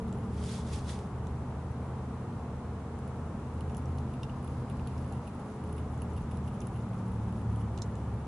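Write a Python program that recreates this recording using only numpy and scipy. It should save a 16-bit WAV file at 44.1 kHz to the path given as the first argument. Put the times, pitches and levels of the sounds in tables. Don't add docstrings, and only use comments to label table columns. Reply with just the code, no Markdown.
import sys
import numpy as np
from scipy import signal
from scipy.fft import rfft, irfft, next_fast_len
from scipy.io import wavfile
from scipy.ndimage import uniform_filter1d

SR = 44100
rng = np.random.default_rng(int(sys.argv[2]) if len(sys.argv) > 2 else 0)


def materialize(psi):
    bounded = np.clip(np.atleast_2d(psi).T, -1, 1)
    quanta = np.round(bounded * 32767).astype(np.int16)
    wavfile.write(sys.argv[1], SR, quanta)


N = 364707
TIME = np.arange(N) / SR


def gain_of(db):
    return 10 ** (np.asarray(db) / 20)


def unit_rms(x):
    return x / np.sqrt(np.mean(x ** 2) + 1e-20)


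def at_hz(spectrum, hz):
    f, value = np.transpose(spectrum)
    return np.interp(np.log(hz + 1), np.log(f + 1), value)


def follow(rows):
    s, *columns = np.transpose(rows)
    return [np.interp(TIME, s, c) for c in columns]


def coloured(x, spectrum):
    size = next_fast_len(x.shape[-1], real=True)
    gain = gain_of(at_hz(spectrum, np.fft.rfftfreq(size, 1 / SR)))
    return irfft(rfft(x, size) * gain, size)[..., :x.shape[-1]]


def drift(top_hz):
    t = np.linspace(0, N / SR, 2000)
    waves = sum(np.sin(2 * np.pi * (f * t + rng.random())) for f in np.geomspace(top_hz / 10, top_hz, 20))
    return np.interp(TIME, t, unit_rms(waves))


def crackle(per_s, spread_db):
    chance, size, sign = rng.random(N), rng.exponential(1, N), rng.choice([-1., 1.], N)
    return (chance < per_s / SR) * sign * gain_of(spread_db * np.minimum(size, 4))


def ring(modes, pitch=1, rise_s=0.00016):
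    t = np.arange(512) / SR
    waves = sum((-1) ** k * gain_of(db - 60 * t / t60) * np.sin(2 * np.pi * hz * pitch * t)
                for k, (hz, t60, db) in enumerate(modes))
    return (1 - np.exp(-t / rise_s)) * waves


def add(mix, s, sound):
    part = mix[max(round(s * SR), 0):][:len(sound)]
    part += sound[:len(part)]


# (frequency [Hz], relative density [dB])
TRAFFIC_COLOUR = [(20, -29), (38, -9), (70, 0.5), (110, 0), (165, -3), (230, -2.5), (300, -10.5),
                  (380, -12), (470, -12.5), (600, -16.5), (880, -14.5), (1300, -21), (1600, -28.5),
                  (5000, -54)]
# (time [s], gain [dB])
RUMBLE_SWELL = [(0, 1), (1.5, -0.5), (3, -1), (4.5, 0), (5.6, 0.5), (6.3, 0.5), (6.7, 0), (7.3, 2),
                (8.27, -0.5)]
# (frequency [Hz], coherence [0-1])
COHERENCE = [(40, .9995), (130, 1), (270, .99), (570, 0.92), (1210, 0.86), (2570, 0.47), (5000, 0.02)]
# (frequency [Hz], left minus right [dB])
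BALANCE = [(350, 0), (620, .5), (1120, 2), (2000, -0.5), (3600, -4.5), (6450, -1)]
# (frequency [Hz], relative density [dB])
HISS_COLOUR = [(300, -5.5), (2000, 7), (3400, 2), (4800, -1), (6600, -1), (8200, -1.5), (11000, -5)]


def traffic(road_db=-39, hiss_db=-63.5, rumble_top_hz=250):
    size = next_fast_len(N, real=True)
    hz = np.fft.rfftfreq(size, 1 / SR)
    left, unrelated = rfft(rng.standard_normal((2, size)))
    coherence = at_hz(COHERENCE, hz)
    right = coherence * left + np.sqrt(1 - coherence ** 2) * unrelated
    balance = gain_of(np.outer([.5, -.5], at_hz(BALANCE, hz)))
    road = np.array([left, right]) * gain_of(at_hz(TRAFFIC_COLOUR, hz)) * balance
    bass = 1 / (1 + (hz / rumble_top_hz) ** 4)
    rumble = irfft(road * bass, size)[:, :N] * gain_of(follow(RUMBLE_SWELL)[0] + 0.9 * drift(3))
    roar = irfft(road * (1 - bass), size)[:, :N] * gain_of(0.25 * drift(4))
    white = rfft(rng.standard_normal((2, size)))
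    hiss = irfft(white * gain_of(at_hz(HISS_COLOUR, hz)) * balance, size)[:, :N]
    return gain_of(road_db) * unit_rms(rumble + roar) + gain_of(hiss_db) * unit_rms(hiss)


def far_tone(hz, waver_db, wander_turns):
    turns = np.cumsum(hz) / SR + wander_turns * drift(6) + rng.random()
    return unit_rms(np.sin(2 * np.pi * turns) * gain_of(waver_db * drift(4)))


# (time [s], cycle rate [Hz], swell [dB])
ENGINE_RUN = [(.2, 37.89, 7.5), (1.4, 37.9, -4.5), (2.8, 39.31, -5.5), (3.6, 39.88, -2.5),
              (4.9, 40.29, -0.5), (5.7, 39.3, -1), (6.4, 38.38, 1.5), (7.2, 36.86, 9), (8.27, 34.2, 2)]
# (time [s], level [dB])
FIRING_LEVEL = [(0, -43.5), (1.4, -40.5), (2.8, -49.5), (3.7, -38), (4.6, -46), (5.4, -42), (6.3, -40.5),
                (6.8, -49), (7.4, -40.5), (8.27, -43)]
# (multiple of cycle rate [x], base level [dB], share of swell [0-1], change as it travels [dB/s])
DRONE_OVERTONES = [(3, -52.5, .9, 1.12), (4, -57.5, 0.55, 0.2), (5, -48.5, 0.94, -.35),
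                   (6, -50.5, 0.46, -0.22), (8, -63.5, .6, 0)]
# (time [s], level [dB])
LOWER_WHINE_LEVEL = [(.7, -55.5), (1.3, -63), (3.2, -62.5), (3.75, -50.5), (4.2, -74), (5.3, -58.5),
                     (5.8, -52), (6.3, -64), (8.27, -59.5)]


def heavy_engine(lower_whine_ratio=10.85, upper_whine_ratio=11.81):
    cycle_hz, swell_db = follow(ENGINE_RUN)
    out = gain_of(follow(FIRING_LEVEL)[0]) * far_tone(2 * cycle_hz, waver_db=2.2, wander_turns=0.062)
    for order, base_db, share, db_per_s in DRONE_OVERTONES:
        db = base_db + share * swell_db + db_per_s * TIME
        out += gain_of(db) * far_tone(order * cycle_hz, waver_db=1.75, wander_turns=0.058)
    lower_db, upper_db = follow(LOWER_WHINE_LEVEL)[0], -55 - 2 * TIME
    for ratio, db in (lower_whine_ratio, lower_db), (upper_whine_ratio, upper_db):
        out += gain_of(db) * far_tone(ratio * cycle_hz, waver_db=2.5, wander_turns=0.064)
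    return out


# (time [s], frequency [Hz], level [dB])
VEHICLE_HUM = [(0, 127.4, -44.5), (2.2, 128.9, -43.5), (2.6, 130, -50), (4, 131.5, -41.5),
               (4.8, 131.2, -41), (5.4, 132, -50), (6.4, 132.4, -45), (7.2, 122.2, -52), (8.27, 117.4, -42)]


def vehicle_hum():
    hz, db = follow(VEHICLE_HUM)
    return gain_of(db) * far_tone(hz, waver_db=1.43, wander_turns=0.044)


# (frequency [Hz], t60 [s], relative level [dB])
SHELL_MODES = [(2810, 0.0042, 1), (3680, 0.0027, -1)]
CHIP_MODES = [(5570, 0.0012, 0.52), (7100, 0.0012, -1.5)]
TOOTH_MODES = [(9530, 0.00092, -1.1), (10420, 0.0019, -0.9)]
# (time [s], level [dB])
SCRAPE_LEVEL = [(0, -74), (2.8, -90), (3.5, -81.5), (4.3, -76.5), (5.4, -73.5), (6.9, -75.5), (7.5, -74.5),
                (8.27, -81)]


def scraping(strokes_per_s=9.5, stroke_depth=0.86):
    strokes = 1 - stroke_depth * np.sin(np.pi * (strokes_per_s * TIME + 0.44 * drift(3.6))) ** 2
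    rasp = 0
    for db, modes in (-1, SHELL_MODES), (-2, CHIP_MODES), (0, TOOTH_MODES):
        ticks = crackle(per_s=500, spread_db=2.7) * strokes
        rasp += gain_of(db) * unit_rms(signal.oaconvolve(ticks, ring(modes))[:N])
    return gain_of(follow(SCRAPE_LEVEL)[0]) * unit_rms(rasp)


def nut_ring(fractures, levels_db, pitch, usual_snap_db=-66):
    lower_mode, (hz, t60, upper_db) = SHELL_MODES
    upper_mode = hz, t60, upper_db + 0.74 * (levels_db[1] - usual_snap_db)
    shell = ring([lower_mode, upper_mode], pitch ** 0.15)
    parts = [np.convolve(fractures, r) for r in (shell, ring(CHIP_MODES, pitch), ring(TOOTH_MODES))]
    return sum(gain_of(db) * part * np.sqrt(.004 * SR / (np.sum(part ** 2) + 1e-20))
               for db, part in zip(levels_db, parts))


def crack(s, levels_db, pitch, strain_db=-17, strain_s=0.0036, crumble_s=0.0013):
    lead = 256
    t = np.arange(-lead, 2 * lead) / SR
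    strain = gain_of(strain_db) * np.exp(-abs(t) / strain_s)
    crumble = np.exp(-abs(t) / crumble_s)
    sizes = 0.57 * np.where(t < 0, strain, crumble) * rng.standard_normal(len(t))
    fractures = sizes * (rng.random(len(t)) < .3)
    fractures[lead] = 1
    return s + t[0], nut_ring(fractures, levels_db, pitch)


# (time [s], shell knock [dB], chip snap [dB], tooth click [dB], chip pitch [x])
NUT_CRACKS = [(0.127, -64, -58, -74, 1.24), (1.2699, -65, -61.5, -69, 1.2), (2.9884, -67, -75, -65, 1),
              (3.0771, -67, -71, -61.5, .9), (3.608, -56.5, -65, -60, 1), (3.6975, -62, -67, -72, 1.05),
              (3.747, -59, -61, -63, 1.1), (3.769, -71.5, -59, -53, 1.15), (3.78, -71, -65, -59, .94),
              (3.857, -72, -62, -76, 1.06), (3.9845, -59, -62.5, -65, 1.02), (4.1386, -60, -71, -74, .87),
              (4.2325, -47.5, -55, -61, 0.95), (4.2965, -54.5, -73, -75, 0.67),
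              (4.4453, -68, -71, -57.5, 1.32), (4.4771, -60, -71, -61, .96), (4.6993, -57, -71, -60.5, .76),
              (4.7956, -59, -68, -71, .78), (4.8731, -54.5, -63, -55, 1.2), (4.979, -68, -61.5, -67, 0.87),
              (5.124, -66, -63, -59, 1.18), (5.7274, -64, -68, -56, 1.1), (5.9774, -68, -65, -72, 1.3),
              (6.0195, -56, -63, -53, 0.81), (6.3718, -65, -65, -61, 0.89), (6.605, -71, -55, -61, 1.08),
              (6.67, -70, -61, -53, 1.05), (6.934, -62, -76, -71, .96), (7.6157, -63, -71, -67, 0.81),
              (7.7766, -54.5, -55, -68, 1.09), (7.7872, -58, -62, -66, 1.05),
              (7.8204, -51.5, -43, -58, 1.06), (7.955, -64, -61, -73, 1.26)]


def gnawing(nibbles_per_s=7, spread_db=2.5, spread_octaves=0.16):
    out = np.zeros(N)
    for s, *levels_db, pitch in NUT_CRACKS:
        add(out, *crack(s, levels_db, pitch))
    above_scrape_db = np.array([6, 0, 8])
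    for s in rng.uniform(0, N / SR, round(nibbles_per_s * N / SR)):
        scrape_db = np.interp(s, *np.transpose(SCRAPE_LEVEL))
        levels_db = scrape_db + above_scrape_db + spread_db * rng.standard_normal(3)
        pitch = 2 ** (spread_octaves * rng.standard_normal())
        add(out, *crack(s, levels_db, pitch))
    return out


def undergrowth(direct, right_db=5, scatter_db=-4, t60=.07):
    t = np.arange(4096) / SR
    tail = rng.standard_normal((2, len(t))) * gain_of(-60 * t / t60) * (t > .001)
    tail /= np.linalg.norm(tail, axis=1, keepdims=True)
    scattered = signal.oaconvolve(direct[None], tail, axes=1)[:, :N]
    return (direct + gain_of(scatter_db) * scattered) * gain_of([[-right_db / 2], [right_db / 2]])


def leaf_glints(rustle, depth_db=1.5):
    spectra = signal.stft(rustle, nperseg=256)[2]
    bands = uniform_filter1d(rng.standard_normal(spectra.shape[1:]), size=5, axis=0)
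    glints = unit_rms(uniform_filter1d(bands, size=4, axis=1))
    return signal.istft(spectra * gain_of(depth_db * glints), nperseg=256)[1][:, :N]


# (frequency [Hz], relative density [dB])
LEAF_COLOUR = [(600, -28), (1500, -3), (2000, -2.5), (2500, -4), (3100, -2), (3420, 2), (3900, -2),
               (6300, -3), (7500, -6), (9700, -5), (11000, -9.5)]
# (peak time [s], level [dB], rise [s], fall [s], shape [1 pointed, 2 bell])
LEAF_SWISHES = [(.526, -48, 0.13, 0.095, 1.7), (.69, -55, 0.052, .04, 1.4), (.738, -46, 0.029, 0.06, 1.05),
                (.898, -46, 0.031, 0.064, 1)]
# (time [s], level [dB])
STALK_FLICKS = [(.439, -54), (.735, -63), (.790, -60), (0.893, -51), (.990, -58)]


def leaves(centre_share=0.57, right_db=1, edge_db=-9.5):
    movement = 0
    for s, db, rise, fall, shape in LEAF_SWISHES:
        from_peak = np.maximum((s - TIME) / rise, (TIME - s) / fall)
        movement = np.hypot(movement, gain_of(db + edge_db * from_peak ** shape))
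    slips = np.array([unit_rms(coloured(crackle(per_s=5000, spread_db=2.4), LEAF_COLOUR))
                      for _ in ("centre", "left", "right")])
    patch = unit_rms(leaf_glints(slips)) * movement
    flick_decay = np.exp(-np.arange(512) / SR / 0.0026)
    for place in patch:
        for s, db in STALK_FLICKS:
            flick = coloured(rng.standard_normal(512) * flick_decay, LEAF_COLOUR)
            add(place, s, gain_of(db) * unit_rms(flick))
    stereo = np.sqrt(centre_share) * patch[0] + np.sqrt(1 - centre_share) * patch[1:]
    return stereo * gain_of([[-right_db / 2], [right_db / 2]])


# (frequency [Hz], relative density [dB])
SIZZLE_COLOUR = [(2500, -30), (3900, -3), (4900, 0), (6000, -22), (11000, -40)]


def sizzle(peak_s=4.7, width_s=.55, peak_db=-74.5):
    swell = np.exp(-((TIME - peak_s) / width_s) ** 2 / 2)
    return gain_of(peak_db) * swell * unit_rms(coloured(rng.standard_normal((2, N)), SIZZLE_COLOUR))


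# (time [s], length [s], shell level [dB])
NUT_GRINDS = [(5.129, .007, -62), (5.269, .009, -59.5), (5.776, .013, -58), (6.163, .02, -55.5),
              (6.311, .012, -57.5), (6.473, .014, -57), (6.61, .013, -56.5), (6.755, .02, -59.5)]


def grinding(fractures_per_s=1500):
    out = np.zeros(N)
    t = np.arange(2048) / SR
    offsets_db = np.array([0, -8, -2.5])
    for s, length, db in NUT_GRINDS:
        sizes = rng.standard_normal(len(t))
        breaks = (rng.random(len(t)) < fractures_per_s / SR) & (t < length)
        add(out, s, nut_ring(sizes * breaks, db + offsets_db, pitch=0.81))
    return out


def scene():
    park = traffic() + heavy_engine() + vehicle_hum() + sizzle() + leaves()
    return park + undergrowth(scraping() + gnawing() + grinding())


def record(dry, cutoff_hz=11260):
    lowpass = signal.firwin(511, cutoff_hz, window=("kaiser", 9), fs=SR)
    return signal.oaconvolve(dry, lowpass[None], "same")


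dry = scene()
out = record(dry)
materialize(out)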